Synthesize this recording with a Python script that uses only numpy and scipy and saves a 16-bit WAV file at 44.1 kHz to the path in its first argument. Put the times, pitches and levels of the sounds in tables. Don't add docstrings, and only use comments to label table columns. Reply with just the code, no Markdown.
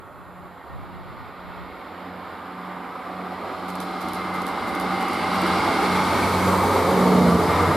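import sys
import numpy as np
from scipy import signal
from scipy.fft import rfft, irfft
from scipy.io import wavfile
from scipy.ndimage import uniform_filter1d

SR = 44100
rng = np.random.default_rng(int(sys.argv[2]) if len(sys.argv) > 2 else 0)


def unload_wav(signal):
    wavfile.write(
        sys.argv[1],
        SR,
        np.round(np.clip(np.atleast_2d(signal).T, -1, 1) * 32767).astype(np.int16),
    )


N = 342216
EDGE_HZ = 15620

# (arrival t/s, arrival level/dB, growth before/(dB/s), drift after/(dB/s), level from afar/dB)
LAYERS = [(5.93, -41.5, 7.5, 5, -60.5), (6.115, -22.5, 4.5, -1, -46), (6, -33.5, 5, -1.6, -69.5),
          (6.5, -42, 7.5, -2.6, -69.5)]
BOGIE_SHARES = [0.49, 0.7, 1.5, 0.56]
SURGE_SHARES = [0, 0.32, 0.94, 0.99]


def gain_of(db):
    return 10 ** (np.asarray(db) / 20)


def evened(x):
    return x / np.sqrt(np.mean(x ** 2) + 1e-20)


def read(points, hz):
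    f, value = np.transpose(points)
    return np.interp(np.log(hz + 1), np.log(f + 1), value)


def coloured(x, points):
    hz = np.fft.rfftfreq(len(x), 1 / SR)
    return irfft(rfft(x) * gain_of(read(points, hz)), len(x))


def placed(mid, side, lean_db):
    left = (mid + side) * gain_of(lean_db / 2)
    right = (mid - side) / gain_of(lean_db / 2)
    return np.array([left, right])


def bell(t, s, half):
    return np.exp(-((t - s) / half) ** 2)


def held(t, start, end, rise, fall):
    return -rise * np.maximum(start - t, 0) - fall * np.maximum(t - end, 0)


def warble(hz, spread_hz, wobble_db, size):
    stray, wobble = (evened(uniform_filter1d(x, size)) for x in rng.standard_normal((2, N)))
    turns = np.cumsum(hz + spread_hz * stray) / SR + rng.random()
    return evened(gain_of(wobble_db * wobble) * np.sin(2 * np.pi * turns))


def approach(t, layer, bogie_share, surge_share):
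    # (t/s, swell/dB)
    bogies = [(5.861, -0.5), (6.202, 0), (6.85, 0.5), (7.09, 0.5), (7.6, 1.5)]
    bogie_half_s = 0.17
    # (t/s, half width/s, swell/dB)
    surges = [(1.5, 1.65, 6.5), (5.65, 0.69, 3)]
    s, db, growth, drift, afar_db = layer
    bogie_db = sum(d * bell(t, at, bogie_half_s) for at, d in bogies)
    surge_db = sum(d * bell(t, at, half) for at, half, d in surges)
    near_db = db + np.where(t < s, growth, drift) * (t - s)
    near_db = near_db + bogie_share * bogie_db + surge_share * surge_db
    return 10 * np.log10(gain_of(2 * near_db) + gain_of(2 * afar_db))


def rolling(patchy_db=0.58, flicker_db=0.54, ringing_db=1.5):
    # (low f/Hz, high f/Hz)
    layers_hz = [(105, 165), (260, 1700), (1700, 5800), (5800, 15600)]
    # (f/Hz, level/dB per Hz)
    far, closing, below = ([(24, -40), (45, -24), (75, -11.5), (130, -19), (230, 3.5), (320, 3), (620, 2),
                           (710, 2), (780, 3.5), (1200, 5), (1450, 0.5), (1700, -7.5)], [(1000, -32),
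                           (1700, -0.5), (2180, 1), (2530, -7.5), (4020, -10.5), (5010, -18), (6320, -38.5),
                           (7320, -26), (8030, -36), (9250, -29), (9620, -27.5), (10150, -31), (11500, -26),
                           (12900, -25), (15500, -39)]), ([(24, -45), (45, -10), (80, -7), (130, -7), (230, 1.5), (330, 5),
                                        (450, -2), (720, -3.5), (790, 2), (850, 1), (1250, 1.5),
                                        (1700, -7)], [(1000, -41.5), (1700, -9.5), (1850, -6), (2120, -2),
                                        (2480, -11.5), (3980, -11), (4790, -14), (6320, -22.5),
                                        (8890, -19.5), (11800, -23), (13600, -30), (14300, -46),
                                        (14800, -62), (15500, -70)]), ([(24, -49), (45, -30), (75, -11), (130, -9),
                                                         (230, 2.5), (365, -1), (440, 3), (560, -3.5),
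                                                         (900, -3), (1250, -4), (1700, -15.5)],
                                                         [(1030, -35), (1750, 0), (2180, 4), (2280, -1.5),
                                                         (2570, -7), (4090, -5), (4910, -8), (5280, -11.5),
                                                         (6270, -16), (8560, -16.5), (12100, -16.5),
                                                         (13900, -24), (15500, -39)])
    stages_s = [2.1, 5.53, 7.23]
    # (f/Hz, level/dB)
    width = [(60, -11), (110, -17), (200, -15.5), (380, -23.5), (700, -16), (1290, -16), (2380, -13),
             (4400, -9.5), (8120, -3), (15000, -6.5)]
    # (f/Hz, level/dB)
    lean_far, lean_near = [(60, 5), (180, -2.5), (550, -4), (1650, -1), (4970, -1.5), (15000, -1.5)], [(60, -0.5), (180, -0.57), (550, -1.4), (1650, 0.94),
                                             (4970, 0.066), (15000, -1.0)]
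    # (t/s, half width before/s, half width after/s, centre f/Hz, half width/octaves, level/dB)
    blooms = [(5.5, 0.13, 0.12, 3700, 0.41, 2), (6.5, 0.089, 0.37, 1080, 0.39, 3),
              (7.13, 0.51, 0.28, 580, 0.92, 5), (7.62, 0.18, 0.25, 1140, 0.96, 4.5),
              (2.83, 0.44, 0.71, 4000, 0.56, -3), (6.2, 0.29, 0.45, 630, 0.43, -2),
              (4, .4, 0.35, 6800, 0.94, 3)]
    airy_s, airy_half_s, airy_db, airy_hz = 6.53, 0.47, 18, 12500

    hop, size = 512, 4096
    t = np.arange(N // hop + 5) * hop / SR
    hz = np.fft.rfftfreq(size, 1 / SR)
    a, b, c, d, patches, ringing = rng.standard_normal((len(t), len(hz), 6)).T

    share = [np.interp(t, stages_s, row) for row in np.eye(3)]
    colour_db = 0
    for (body, treble), w in zip((far, closing, below), share):
        spectrum_db = np.where(hz < layers_hz[2][0], read(body, hz), read(treble, hz))
        colour_db = colour_db + np.outer(spectrum_db, w)
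    power = gain_of(2 * colour_db)
    wanted_db = [approach(t, *row) for row in zip(LAYERS, BOGIE_SHARES, SURGE_SHARES)]
    lift_db = np.array([db - 10 * np.log10(power[(hz >= lo) & (hz < hi)].sum(0))
                        for db, (lo, hi) in zip(wanted_db, layers_hz)])
    layer = np.searchsorted([hi for lo, hi in layers_hz[:-1]], hz)
    lift_db = uniform_filter1d(lift_db[layer], size=3, axis=0)

    airy = np.clip((hz - airy_hz) / (EDGE_HZ - airy_hz), 0, 1)
    lift_db += airy_db * np.outer(airy, bell(t, airy_s, airy_half_s))
    for s, before, after, centre_hz, octaves, db in blooms:
        over_hz = bell(np.log2(hz + 1), np.log2(centre_hz), octaves)
        over_time = bell(t, s, np.where(t < s, before, after))
        lift_db += db * np.outer(over_hz, over_time)

    patches = evened(uniform_filter1d(uniform_filter1d(patches, size=30, axis=0), size=6, axis=1))
    ringing = evened(uniform_filter1d(uniform_filter1d(ringing, size=4, axis=0), size=50, axis=1))
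    flicker = evened(uniform_filter1d(rng.standard_normal(len(t)), size=3))
    uneven_db = patchy_db * patches + ringing_db * ringing + flicker_db * flicker
    level = gain_of(colour_db + lift_db + uneven_db)

    nearness = share[2] + share[1] / 2
    lean_db = np.outer(read(lean_far, hz), 1 - nearness) + np.outer(read(lean_near, hz), nearness)
    side = gain_of(read(width, hz))[:, None] * (c + 1j * d)
    frames = placed(a + 1j * b, side, lean_db) * level
    scale = np.sqrt(3)
    return scale * signal.istft(frames, nperseg=size, noverlap=size - hop)[1][:, :N]


def beating(t):
    # (gap t/s, next top t/s, gap depth/dB, rms at the top/dB)
    beats = [(.14, .38, -20, -49), (.72, .95, -22, -47.5), (1.22, 1.5, -18, -46), (1.84, 2.09, -14, -43),
             (2.38, 2.65, -12, -40.5), (3.02, 3.2, -13, -39), (3.54, 3.74, -16, -36),
             (4.04, 4.32, -3.5, -35), (4.64, 4.9, -14, -33), (5.17, 5.41, -12, -29.5), (5.7, 5.94, -9, -29),
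             (6.2, 6.5, -13, -26), (6.76, 7.02, -18, -26)]
    pointed = 2.2
    gone_s, gone_db_per_s, end_db = 7.55, 40, -33
    gap, top, depth_db, top_db = np.transpose(beats)
    turns = np.interp(t, np.ravel([gap, top], "F"), np.arange(2 * len(gap)) / 2)
    low = gain_of(np.interp(t, gap, depth_db))
    arch = low + (1 - low) * abs(np.sin(np.pi * turns)) ** pointed
    level_db = np.interp(t, [*top, N / SR], [*top_db, end_db])
    return arch * gain_of(level_db + held(t, 0, gone_s, 0, gone_db_per_s))


def engines(lean_db=-1.5):
    # (starting level/dB, growth/(dB/s), lift on arrival/dB, swell as one engine passes/dB)
    tone_levels = [(-62.5, 4, -2, 8), (-81.5, 6, 4, 17.5)]
    growl = {2.5: -9, 5: -4, 7: -5, 8: 4, 11: -5, 14: -8, 15: -4, 20: -8}
    # (t/s, rms/dB)
    hum = [(0.0, -65), (0.43, -59), (0.71, -68), (0.75, -55), (1.79, -61), (2.12, -52.5), (2.87, -62.5),
           (3.35, -52.5), (3.54, -54), (3.59, -53), (3.87, -55), (3.91, -67), (4.04, -50), (4.32, -46),
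           (4.84, -60.5), (4.93, -46), (5.06, -65), (5.14, -48.5), (5.64, -40), (5.79, -58), (5.92, -41),
           (6.44, -29.5), (6.92, -34), (7.07, -53), (7.09, -49), (7.26, -32), (7.3, -38), (7.35, -27),
           (7.39, -36), (7.65, -26.5), (7.72, -35), (7.76, -32)]
    firing_hz, climb_hz_per_s = 90.26, .33
    pass_s, drop_hz, drop_half_s = 7.2, 3.2, 0.16
    sag_s, sag_hz, sag_half_s = 7.33, 2.5, .06
    arrive_s, arrive_half_s = 5.58, 0.71
    swell_rise_s, swell_end_s, swell_fall_s = 0.2, 7.35, 0.046
    head_start, beat_hz, beat_hz_per_s = -1.814, .835, .02
    second, drowned = .82, .95
    third, third_lead = 0.22, 0.48
    octave_swell_db = 9

    t = np.arange(N) / SR
    dropped = (1 + np.tanh((t - pass_s) / drop_half_s)) / 2
    hz = firing_hz + climb_hz_per_s * t - drop_hz * dropped - sag_hz * bell(t, sag_s, sag_half_s)
    arrived = (1 + np.tanh((t - arrive_s) / arrive_half_s)) / 2
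    swelling = bell(np.minimum(t, pass_s), pass_s, swell_rise_s)
    ending = bell(np.maximum(t, swell_end_s), swell_end_s, swell_fall_s)
    passing = swelling * ending
    twelfth_db, growl_db = (db + growth * np.minimum(t, arrive_s) + lift * arrived + swell * passing
                            for db, growth, lift, swell in tone_levels)

    gained = head_start + (beat_hz + beat_hz_per_s * t / 2) * t
    strength = second * (1 - drowned * passing)
    drift = evened(uniform_filter1d(rng.standard_normal(N), size=4000))
    turns = np.cumsum(hz * (1 + .002 * drift)) / SR

    firing = gain_of(np.interp(t, *np.transpose(hum)))
    octave = beating(t) * gain_of(octave_swell_db * passing)
    firing_tone = firing * np.sin(2 * np.pi * turns)
    octave_tone = octave * np.sin(2 * np.pi * (2 * turns + rng.random()))
    mid = np.sqrt(2) * (firing_tone + octave_tone)

    orders = [(3, twelfth_db)] + [(k / 3, growl_db + db) for k, db in growl.items()]
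    for (k, db), start in zip(orders, rng.random(len(orders))):
        first, step = k * turns + start, k * gained
        others = np.sin(2 * np.pi * (first + step))
        others = others + third * np.sin(2 * np.pi * (first + 2 * step + third_lead))
        mid = mid + gain_of(db) * (np.sin(2 * np.pi * first) + strength * others)
    return placed(mid, 0, lean_db)


def wind(mid_db=-9):
    # (f/Hz, level/dB per Hz)
    buffet = [(12, -41), (20, -11), (50, -0.5), (112, 2.5), (177, 0), (312, -24), (382, -21), (500, -27),
              (650, -62), (1100, -120)]
    # (start t/s, hold/s, level/dB)
    gusts = [(.02, 0.43, -50.5), (0.736, 0.216, -39.5), (1.053, 0.2, -43), (1.5, 0.13, -44),
             (2.15, .1, -65), (4.648, 0.031, -47), (4.9, .1, -61)]
    rise_db_per_s, fall_db_per_s, calm_db = 200, 130, -63
    lumps = evened(uniform_filter1d(uniform_filter1d(rng.standard_normal(N), size=1200), size=1200))
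    lumps = evened(gain_of(2.2 * lumps))
    mid, side = (evened(coloured(x, buffet)) for x in rng.standard_normal((2, N)))
    t = np.arange(N) / SR
    strength = gain_of(calm_db)
    for s, hold, db in gusts:
        strength = strength + gain_of(db + held(t, s, s + hold, rise_db_per_s, fall_db_per_s))
    return lumps * strength * placed(gain_of(mid_db) * mid, side, 0)


def whines():
    # (f/Hz, rms/dB)
    whine_tones = [(1857, -61), (2073, -71), (3090, -89), (7407, -84.5), (7601, -86), (11300, -84)]
    chirp_s, chirp_half_s, chirp_hz, chirp_db = .2, .18, 2585, -69
    chirp = warble(chirp_hz, spread_hz=8.2, wobble_db=-2.0, size=800)
    chirp = gain_of(chirp_db) * bell(np.arange(N) / SR, chirp_s, chirp_half_s) * chirp
    return chirp + sum(gain_of(db) * warble(hz, spread_hz=11, wobble_db=4.5, size=1500)
                       for hz, db in whine_tones)


def singing(lean_db=0.0, side_db=-16, wobble_db=3.5):
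    # (full from t/s, until t/s, pitch f/Hz, climb/(Hz/s), spread f/Hz,
    # level against the roll/dB, rise/(dB/s), fall/(dB/s))
    songs = [(3.0, 5.8, 748, 12, 7, -8, 5, 40), (6.5, 7.7, 890, 40, 45, -10, 20, 5),
             (4.3, 5.9, 1215, 0.6, 18, -11, 5, 6), (2.6, 3.7, 1185, 8, 12, -14, 5, 12),
             (3.7, 4.6, 1255, -10, 12, -14, 10, 10), (5, 6.7, 1125, 0.6, 12, -14, 8, 25),
             (4.9, 5.95, 830, 22, 12, -11, 12, 25), (4.45, 5.9, 2075, 45, 16, -13, 25, 30),
             (3.95, 4.35, 2120, -60, 14, -16, 40, 30), (5.7, 6.5, 2255, 3, 45, -17, 6, 8),
             (5.45, 5.7, 2784, 0, 16, -21, 14, 30), (5.05, 5.2, 2950, 0, 14, -24, 30, 30),
             (5.3, 5.7, 4620, 0, 30, -25, 20, 15), (5.35, 5.8, 1265, 0, 12, -15, 15, 20),
             (5.6, 6.1, 880, 60, 20, -14, 15, 20)]
    t, out = np.arange(N) / SR, 0
    roll_db = approach(t, LAYERS[1], BOGIE_SHARES[1], SURGE_SHARES[1])
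    for start, end, pitch, climb, spread, db, rise, fall in songs:
        hz = pitch + climb * np.maximum(t - start, 0)
        mid = warble(hz, spread, wobble_db, size=350)
        side = gain_of(side_db) * np.roll(mid, shift=SR // 20)
        level = gain_of(roll_db + db + held(t, start, end, rise, fall))
        out = out + level * placed(mid, side, lean_db)
    return out


def camera(side_db=-5):
    # (curtain t/s, curtain peak/dB, mirror up peak/dB, mirror down peak/dB)
    shots = [(3.7534, -27.5, -34, -26), (4.085, -25, -33.5, -27), (4.4179, -25, -35, -27),
             (4.75, -24, -35, -27.5), (5.0833, -24, -32, -29), (5.4166, -22, -31, -27)]
    # (delay/s, level against the peak/dB, rise/s, time to fall 60 dB/s, body ring in it/dB)
    up_rattle, curtain_rattle = [(0, -7, .001, .016, -8), (.008, -12, .001, .016, -8),
                                 (.02, -9, .001, .016, -12), (0, -14, .01, .25, -20)], [(0, -6, .0015, .012, -12), (.007, -22, .001, .03, -20)]
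    down_rattle = [(0, -5, .0005, .013, -4), (.0105, -16, .002, .016, 4), (.018, -25, .002, .04, -4),
                   (.004, -21, .006, .3, -12)]
    # (f/Hz, level/dB)
    clack_colour = [(1500, -6), (4000, 4), (6500, -4), (9000, -2), (11500, 0), (13300, -1), (14400, -10),
                    (15600, -26)]
    up_s, down_s, first_later_s = -.0775, .049, .0056
    body_hz, body_spread_hz, lean_db = 10550, 220, -6.5

    clack, other = (evened(coloured(x, clack_colour)) for x in rng.standard_normal((2, N)))
    ring = warble(body_hz, body_spread_hz, wobble_db=3.5, size=60)
    t, plain, rung = np.arange(SR // 4) / SR, np.zeros(N), np.zeros(N)
    for k, (shot, shot_db, up_db, down_db) in enumerate(shots):
        up = shot + up_s + first_later_s * (k == 0)
        strokes = [(up, up_db, up_rattle), (shot, shot_db, curtain_rattle),
                   (shot + down_s, down_db, down_rattle)]
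        for s, peak_db, rattle in strokes:
            for delay, db, rise, t60, ring_db in rattle:
                at = round((s + delay) * SR)
                shape = gain_of(peak_db + db - 60 * t / t60) * np.minimum(t / rise, 1)
                plain[at:at + len(t)] += shape
                rung[at:at + len(t)] += shape * gain_of(ring_db)
    mid = plain * clack + rung * ring
    return placed(mid, gain_of(side_db) * plain * other, lean_db)


def scene():
    return rolling() + engines() + wind() + whines() + singing() + camera()


def record(dry):
    lowpass = signal.firwin(511, EDGE_HZ, window=("kaiser", 9), fs=SR)
    return signal.oaconvolve(dry, lowpass[None], "same")


dry = scene()
out = record(dry)
unload_wav(out)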